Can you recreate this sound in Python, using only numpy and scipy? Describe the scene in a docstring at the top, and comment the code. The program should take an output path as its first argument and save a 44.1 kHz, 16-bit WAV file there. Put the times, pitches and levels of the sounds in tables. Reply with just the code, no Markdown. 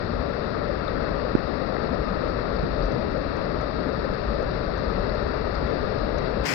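"""A flooded river churns over rocks, heard by a hand-held camera whose two ports are covered by the hand. From
the start, filtered noise and ringing bubbles make a muffled, boxy roar, mostly on the left; faint ticks flicker
in the treble above it. Enveloped sines thud and blip in it, noise bursts splash; fingers bump the right port as
decaying sines. The hardest bump, early on, overloads that side's limiter, which ducks it. At the very end the
hand slides away and the full hiss of the white water comes through."""
import sys
import numpy as np
from scipy import signal
from scipy.fft import rfft, irfft, next_fast_len
from scipy.io import wavfile
from scipy.ndimage import uniform_filter1d, minimum_filter1d, map_coordinates

SR = 44100
rng = np.random.default_rng(int(sys.argv[2]) if len(sys.argv) > 2 else 0)


def pcm_store(signal):
    """Save signal as 16-bit PCM."""
    levels = np.round(np.clip(np.atleast_2d(signal), -1, 1) * 32767)
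    wavfile.write(sys.argv[1], SR, levels.astype(np.int16).T)


N = 288414

# Source levels below are gains ahead of the river's common gain and the port filters.

# Likeness of left and right: f/Hz, correlation (-1 to 1)
CORRELATION = [(20, 0.26), (55, 0.96), (170, 0.84), (340, -0.68), (560, 0.55), (800, -0.065)]
# Weight of the deep current: t/s, rumble level/dB
CURRENT = [(0, -1), (0.25, -1.5), (0.41, -6), (0.65, -0.8), (1.55, -2.6), (2.7, 0.5), (3.15, -1),
           (3.85, -3), (4.3, -0.5), (5.2, 1.5), (6.4, -0.5)]
# Big air pockets dragged under: t/s, churn level/dB
CHURN = [(0, -1), (0.55, -0.5), (0.9, -1.2), (1.26, 0.5), (1.36, -4.5), (1.5, 0.5), (1.7, 1.1), (1.9, 0.6),
         (2.15, 0), (2.7, -0.5), (3.0, 0.7), (3.25, -1.1), (3.55, 0), (3.75, -1.1), (3.95, -1.4),
         (4.25, -0.8), (5.35, -1.2), (6.4, 0)]
# Slight level drift of the middle band, 750 to 2800 Hz: t/s, level/dB
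MIDDLE_DRIFT = [(0, -1.2), (0.75, -0.4), (1.25, 0.3), (1.5, -0.7), (2, 0.15), (3.03, -0.8), (3.18, -1.8),
                (3.4, 1), (3.77, -1.3), (4.05, -0.6), (4.3, -1), (5.2, 0.5), (5.8, 0.5), (6.2, 0.5)]
FOAM_DB = -1  # tiny bubbles

# Port responses under the hand and in the open: f/Hz, gain/dB
LEFT_COVERED = [(15, -61), (48, -45.5), (115, -53.5), (260, -51), (620, -57.5), (900, -62.5), (1600, -65),
                (2300, -73.5), (3100, -85.5), (3800, -74), (4700, -73.5), (5150, -81.5), (5450, -82.5),
                (5720, -93.5), (5980, -113), (6600, -140)]
RIGHT_COVERED = [(15, -57.5), (48, -50), (100, -60), (165, -57.5), (235, -63), (380, -65.5), (560, -73.5),
                 (780, -72), (950, -78.5), (1170, -73.5), (1480, -93), (1800, -96.5), (3000, -95.5),
                 (4700, -94), (5650, -108), (6200, -140)]
LEFT_OPEN = [(45, -77), (130, -54.5), (260, -51), (520, -56), (1350, -60.5), (1750, -57.5), (2350, -56),
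             (3000, -65), (3800, -69.5), (5100, -60.5), (6100, -69), (7600, -70.5), (8500, -77),
             (9800, -80), (10900, -78), (11550, -91), (12100, -87), (12700, -92), (13300, -85),
             (14700, -77.5), (15400, -82), (15800, -105)]
RIGHT_OPEN = [(45, -77), (160, -53.5), (400, -60.5), (680, -64), (950, -68.5), (1220, -70.5), (2100, -77),
              (4900, -80.5), (6100, -104), (9300, -99), (15000, -101), (15600, -130)]
# Resonances of the air between hand and left port:
# f/Hz with a tight grip, Gaussian half-width/Hz, tight-grip boost/dB, loose-grip boost/dB
POCKET = [(423.6, 56.4, 3, 6.5), (576, 93, 6, 7.5), (1261, 171, 7, 5.5), (1856, 190, 4, 3),
          (2662, 140, 6, 6.5)]
LOOSE_SHIFT = 1.008  # a loose grip raises the resonances by this factor
# Easing of the grip: t/s, looseness (0-1)
GRIP = [(0, 0.01), (4.1, 0.32), (5, 0.9), (6.4, 0.98)]
LEAK_DB, LEAK_HZ = 1.46, 3400  # extra treble let in by a loose grip, and its edge
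CRACK_S, CRACK_DB = 6.439, -19  # a chink opens first and lets in this much open sound
UNCOVER_S = 6.455  # the hand leaves the ports
SLIDE_S = 0.002  # time constant of each opening step

# Response shaping the ticks: f/Hz, gain/dB
TICK_RESPONSE = [(4700, -130), (5600, -100), (6100, -105), (7600, -126), (15000, -133)]
# The clearest ticks: t/s, relative level/dB
CLEAR_TICKS = [(1.834, 24.5), (2.281, 28.5), (2.857, 30.5), (2.921, 30.5), (3.113, 27), (3.178, 23),
               (3.369, 27.5), (3.613, 29.5), (4.137, 32), (4.426, 28), (4.777, 27), (5.15, 29),
               (5.278, 27.5), (5.544, 29), (5.673, 26.5), (6.184, 34)]
# Collapse of the heaviest standing waves: t/s, level/dB, f/Hz
SURGES = [(0.197, -20.5, 52), (2.013, -17.5, 61.8), (2.732, -18.5, 52.8), (2.851, -15.5, 46),
          (3.29, -21, 56.1), (3.59, -19, 60), (4.03, -21, 55), (4.3, -17.5, 55), (5.046, -19.5, 48),
          (5.241, -21.5, 56.8), (5.471, -21.5, 47.3), (5.65, -22, 59), (6.428, -17.5, 60.5)]
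SURGE_S = 0.024  # Gaussian half-width of each thud
# Brief low tonal blips in the roar: t/s, level/dB, starting f/Hz
BLIPS = [(0.694, -6, 555), (1.245, -13, 500), (1.698, -16.5, 191.7), (2.102, -15, 186), (2.234, -8.5, 532),
         (2.98, -17, 210), (3.174, -12, 513), (3.263, -15, 283), (3.861, -12, 254), (4.045, -8.5, 540),
         (4.403, -10, 610), (4.949, -18, 172.4), (5.154, -14, 450)]
BLIP_CYCLES, BLIP_RISE_PER_S = 2, 2.3  # starting-pitch cycles to the peak; share of f gained per second
# Crests slapping near the rocks: t/s, level/dB, length/s (twice the rise), f/Hz, Gaussian half-width/Hz
SPLASHES = [(0.878, 11.5, 0.0049, 3700, 700), (1.381, 8, .005, 1950, 350), (1.765, 10, .003, 1910, 420),
            (2.563, 7.2, 0.0053, 4850, 850), (2.593, 5, .004, 4100, 550), (2.818, 4.5, .02, 4400, 1000),
            (2.831, 17, .005, 5470, 380), (3.595, 5, 0.0055, 4680, 650), (5.092, 8, .004, 4200, 650),
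            (5.552, 10, .0035, 5100, 1200), (5.672, 7.5, 0.0054, 2100, 550), (6.256, 4.5, .01, 3500, 1400),
            (6.457, -4, 0.0073, 4500, 3500)]
# Fingers on the right port, ahead of the limiter: t/s, envelope peak level/dB, f/Hz, rise/s, skin rub level/dB
BUMPS = [(1.3506, 7, 270, 0.0023, -20), (2.628, -15, 170, 0.0088, -42), (3.574, -26, 131, 0.0076, -34),
         (3.99, -17, 223, 0.0018, -33), (4.427, -14, 450, .0018, -16), (5.637, -19, 133, 0.0025, -40)]

TOP_HZ = 15830  # upper band limit


def amp(db):
    """Logarithmic level: decibels to amplitude gain."""
    return 10 ** (np.asarray(db) / 20)


def unit(x):
    """Normalization: scales to rms 1."""
    return x / np.sqrt(np.mean(x ** 2) + 1e-20)


def along(points, hz):
    """Interpolation of (f/Hz, value) points on a logarithmic frequency axis."""
    f, v = np.transpose(points)
    return np.interp(np.log(hz + 1), np.log(f + 1), v)


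def curves(rows):
    """Linear interpolation in time: one value per sample for each column after t/s."""
    s, *cols = np.transpose(rows)
    return [np.interp(np.arange(N) / SR, s, c) for c in cols]


def wobble(rate):
    """Slow random modulation: a spline through random knots, rate of them a second."""
    knots = rng.standard_normal(int(N * rate / SR) + 4)
    return map_coordinates(knots, [np.arange(N) * rate / SR])


def filtered(x, response):
    """Linear filtering: the spectrum is multiplied by a response of frequency."""
    m = next_fast_len(N + SR // 2)  # padding keeps tails from wrapping round
    return irfft(rfft(x, m) * response(np.fft.rfftfreq(m, 1 / SR)), m)[..., :N]


def below(hz, edge_hz, order=4):
    """Smooth low-pass law: the gain is one half at the edge."""
    return 1 / (1 + (hz / edge_hz) ** (2 * order))


def swell(t, rise, order=3):
    """Impulsive envelope: power-law growth against exponential decay, peaking at 1 after the rise time."""
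    u = np.maximum(t, 0) / rise
    return (u * np.exp(1 - u)) ** order


def rush(patchy_db):
    """Superposition of countless far bubbles: noise, patchy in time and frequency where a crest breaks."""
    z = signal.stft(rng.standard_normal((2, N)), nperseg=512)[2]
    field = uniform_filter1d(rng.standard_normal(z.shape[1:]), size=6, axis=0)
    field = uniform_filter1d(field, size=10, axis=1)
    patchy = z * amp(patchy_db * unit(field))
    return unit(signal.istft(patchy, nperseg=512)[1][:, :N])


def bubbles(low_hz, high_hz, cycles, glide, spread_db, count):
    """Damped bubble resonance: near bubbles ring for a few cycles, rising in pitch as they near the surface."""
    when, size, loud, side = rng.random((count, 4)).T[:, :, None]
    hz = low_hz * (high_hz / low_hz) ** size
    step = np.arange(1024)
    age = step / SR * hz / cycles  # 1 once the given number of starting-pitch cycles has passed
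    strength = amp(spread_db * np.minimum(-np.log(1 - loud), 4)) * hz  # small ones are brief but sharp
    phase = 2 * np.pi * cycles * age * (1 + glide * age)
    ring = strength * amp(-60 * age) * np.sin(phase)
    index = ((when * N).astype(int) + step).ravel()
    gains = np.cos(2 * np.pi * side), np.sin(2 * np.pi * side)
    return unit(np.array([np.bincount(index, (ring * gain).ravel(), N)[:N] for gain in gains]))


def correlated(water):
    """Interchannel coherence: mid and side shares set the likeness of the ports at each frequency."""
    def shares(hz):
        angle = np.arccos(np.clip(along(CORRELATION, hz), -1, 1)) / 2
        return np.array([np.cos(angle), np.sin(angle)])

    mid, side = filtered(water, shares)
    return np.array([mid + side, mid - side])


def river():
    """Band decomposition: rumble, churn, middle and foam bands fluctuate independently, joined by single events."""
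    near = bubbles(low_hz=251.3, high_hz=5730, cycles=11, glide=0.1, spread_db=2.5, count=6000)
    water = correlated(rush(patchy_db=0.55) + amp(-16.5) * near)
    below_110, below_750, below_2800 = (filtered(water, lambda hz: below(hz, edge)) for edge in (110, 750, 2800))
    # the deep band's own fluctuations are evened out before it heaves with the current
    evenness = unit(np.sqrt(np.abs(uniform_filter1d(np.mean(below_110 ** 2, axis=0), size=SR // 7))))
    rumble = below_110 / evenness * amp(curves(CURRENT)[0] + 0.92 * wobble(11)) + surges()
    churn = (below_750 - below_110) * amp(curves(CHURN)[0] + 0.4 * wobble(18))
    middle = (below_2800 - below_750) * amp(curves(MIDDLE_DRIFT)[0] + 0.085 * wobble(17))
    foam = (water - below_2800) * amp(FOAM_DB + 0.15 * wobble(25))
    # the square root turns unit-rms white noise into 0 dB per Hz
    return amp(-1.0) * (rumble + churn + middle + foam + splashes() + blips()) * np.sqrt(SR / 2)


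def covered(sound):
    """Cavity resonance and absorption: the hand muffles both ports and leaves a ringing pocket at the left."""
    loose = np.clip(curves(GRIP)[0], 0, 1)
    shift = np.array([[1], [LOOSE_SHIFT]])  # rows: tight, loose

    def pocket_db(hz):
        return sum(np.array(boosts)[:, None] * np.exp(-((hz - centre * shift) / width) ** 2)
                   for centre, width, *boosts in POCKET)

    tight, eased = filtered(sound[0], lambda hz: amp(along(LEFT_COVERED, hz) + pocket_db(hz)))
    eased = filtered(eased, lambda hz: amp(LEAK_DB * (1 - below(hz, LEAK_HZ))))
    left = (1 - loose) * tight + loose * eased
    right = filtered(sound[1], lambda hz: amp(along(RIGHT_COVERED, hz)))
    return np.array([left, right])


def ports(sound):
    """Time-varying transmission: the covered response yields to the open one in two steps as the hand slides off."""
    free = filtered(sound, lambda hz: amp([along(LEFT_OPEN, hz), along(RIGHT_OPEN, hz)]))

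    def opens(s):
        return np.exp(np.minimum(np.arange(N) / SR - s, 0) / SLIDE_S)

    gap = np.maximum(amp(CRACK_DB) * opens(CRACK_S), opens(UNCOVER_S))
    return (1 - gap) * covered(sound) + gap * free


def ticks(lesser_db, spread_db, rise_s, right_db, count):
    """Stratified impulse noise: faint puffs, mostly left, a few clear ones in a loosely even patter."""
    place, weak = rng.random((count, 2)).T
    lesser_s = (np.arange(count) + place) / count * N / SR  # one at random in each equal slot
    lesser = np.column_stack([lesser_s, lesser_db - spread_db * weak])
    s, db = np.vstack([CLEAR_TICKS, lesser]).T[:, :, None]
    step = np.arange(512)
    puffs = amp(db) * swell(step / SR, rise_s, order=1) * rng.standard_normal((len(s), len(step)))
    index = ((s * SR).astype(int) + step).ravel()
    train = unit(np.bincount(index, puffs.ravel(), N)[:N])
    shaped = filtered(train, lambda hz: amp(along(TICK_RESPONSE, hz)))
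    return amp([[0], [right_db]]) * shaped * np.sqrt(SR / 2)


def surges():
    """Gaussian wave packet: each collapsing wave is one deep thud of a few cycles at most."""
    t = np.arange(N) / SR
    return sum(amp(db) * np.exp(-((t - s) / SURGE_S) ** 2) * np.sin(2 * np.pi * hz * (t - s))
               for s, db, hz in SURGES)


def blips():
    """Frequency-swept tone burst: each blip is a short sine rising in pitch."""
    t = np.arange(N) / SR

    def tone(age, hz):
        phase = 2 * np.pi * hz * age * (1 + BLIP_RISE_PER_S * age / 2)
        return swell(age, BLIP_CYCLES / hz, order=1) * np.sin(phase)

    return sum(amp(db) * tone(t - s, hz) for s, db, hz in BLIPS)


def splashes():
    """Narrow-band noise bursts: each stands for a spray cloud of bubbles of like size."""
    t = np.arange(N) / SR

    def cloud(centre, width):
        return filtered(rng.standard_normal((2, N)), lambda hz: np.exp(-((hz - centre) / width) ** 2))

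    return sum(amp(db) * swell(t - s, length / 2, order=1) * cloud(hz, width)
               for s, db, length, hz, width in SPLASHES)


def fingers():
    """Pressure pumping of trapped air: each bump is a brief sine with a little friction noise of skin."""
    out, t = np.zeros(N), np.arange(N) / SR
    noise = rng.standard_normal(N)
    rub = unit(filtered(noise, lambda hz: below(hz, 1450) + .03 * below(hz, 5800, order=8)))
    for s, db, hz, rise, rub_db in BUMPS:
        pump = np.sin(2 * np.pi * hz * (t - s))
        out += amp(db) * swell(t - s, rise, order=4) * (pump + amp(rub_db) * rub)
    return np.array([np.zeros(N), out])


def scene():
    """Linear superposition: the river through the ports, faint ticks and fingers on the right port."""
    patter = ticks(lesser_db=22, spread_db=9.5, rise_s=.0008, right_db=-19, count=130)
    return ports(river()) + patter + fingers()


def limiter(x, hold, release):
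    """Peak limiting: each side turns down on overload, holds, then recovers (times in s)."""
    needed = 1 / np.maximum(np.abs(x), 1)
    held_for, eased_for = 2 * int(hold * SR / 2) + 1, 2 * int(release * SR / 2) + 1
    # the shifted origins make hold and release look back only
    held = minimum_filter1d(needed, held_for, axis=1, origin=held_for // 2)
    recovering = uniform_filter1d(held, eased_for, axis=1, origin=eased_for // 2)
    eased = np.minimum(held, recovering)
    # a short centred window rounds the steps and still covers each peak
    return x * uniform_filter1d(minimum_filter1d(eased, size=301, axis=1), size=301, axis=1)


def record(dry):
    """Band limitation: the camera limits each channel's peaks and keeps nothing above its top frequency."""
    return filtered(limiter(dry, hold=.41, release=0.039), lambda hz: hz < TOP_HZ)


dry = scene()
out = record(dry)
pcm_store(out)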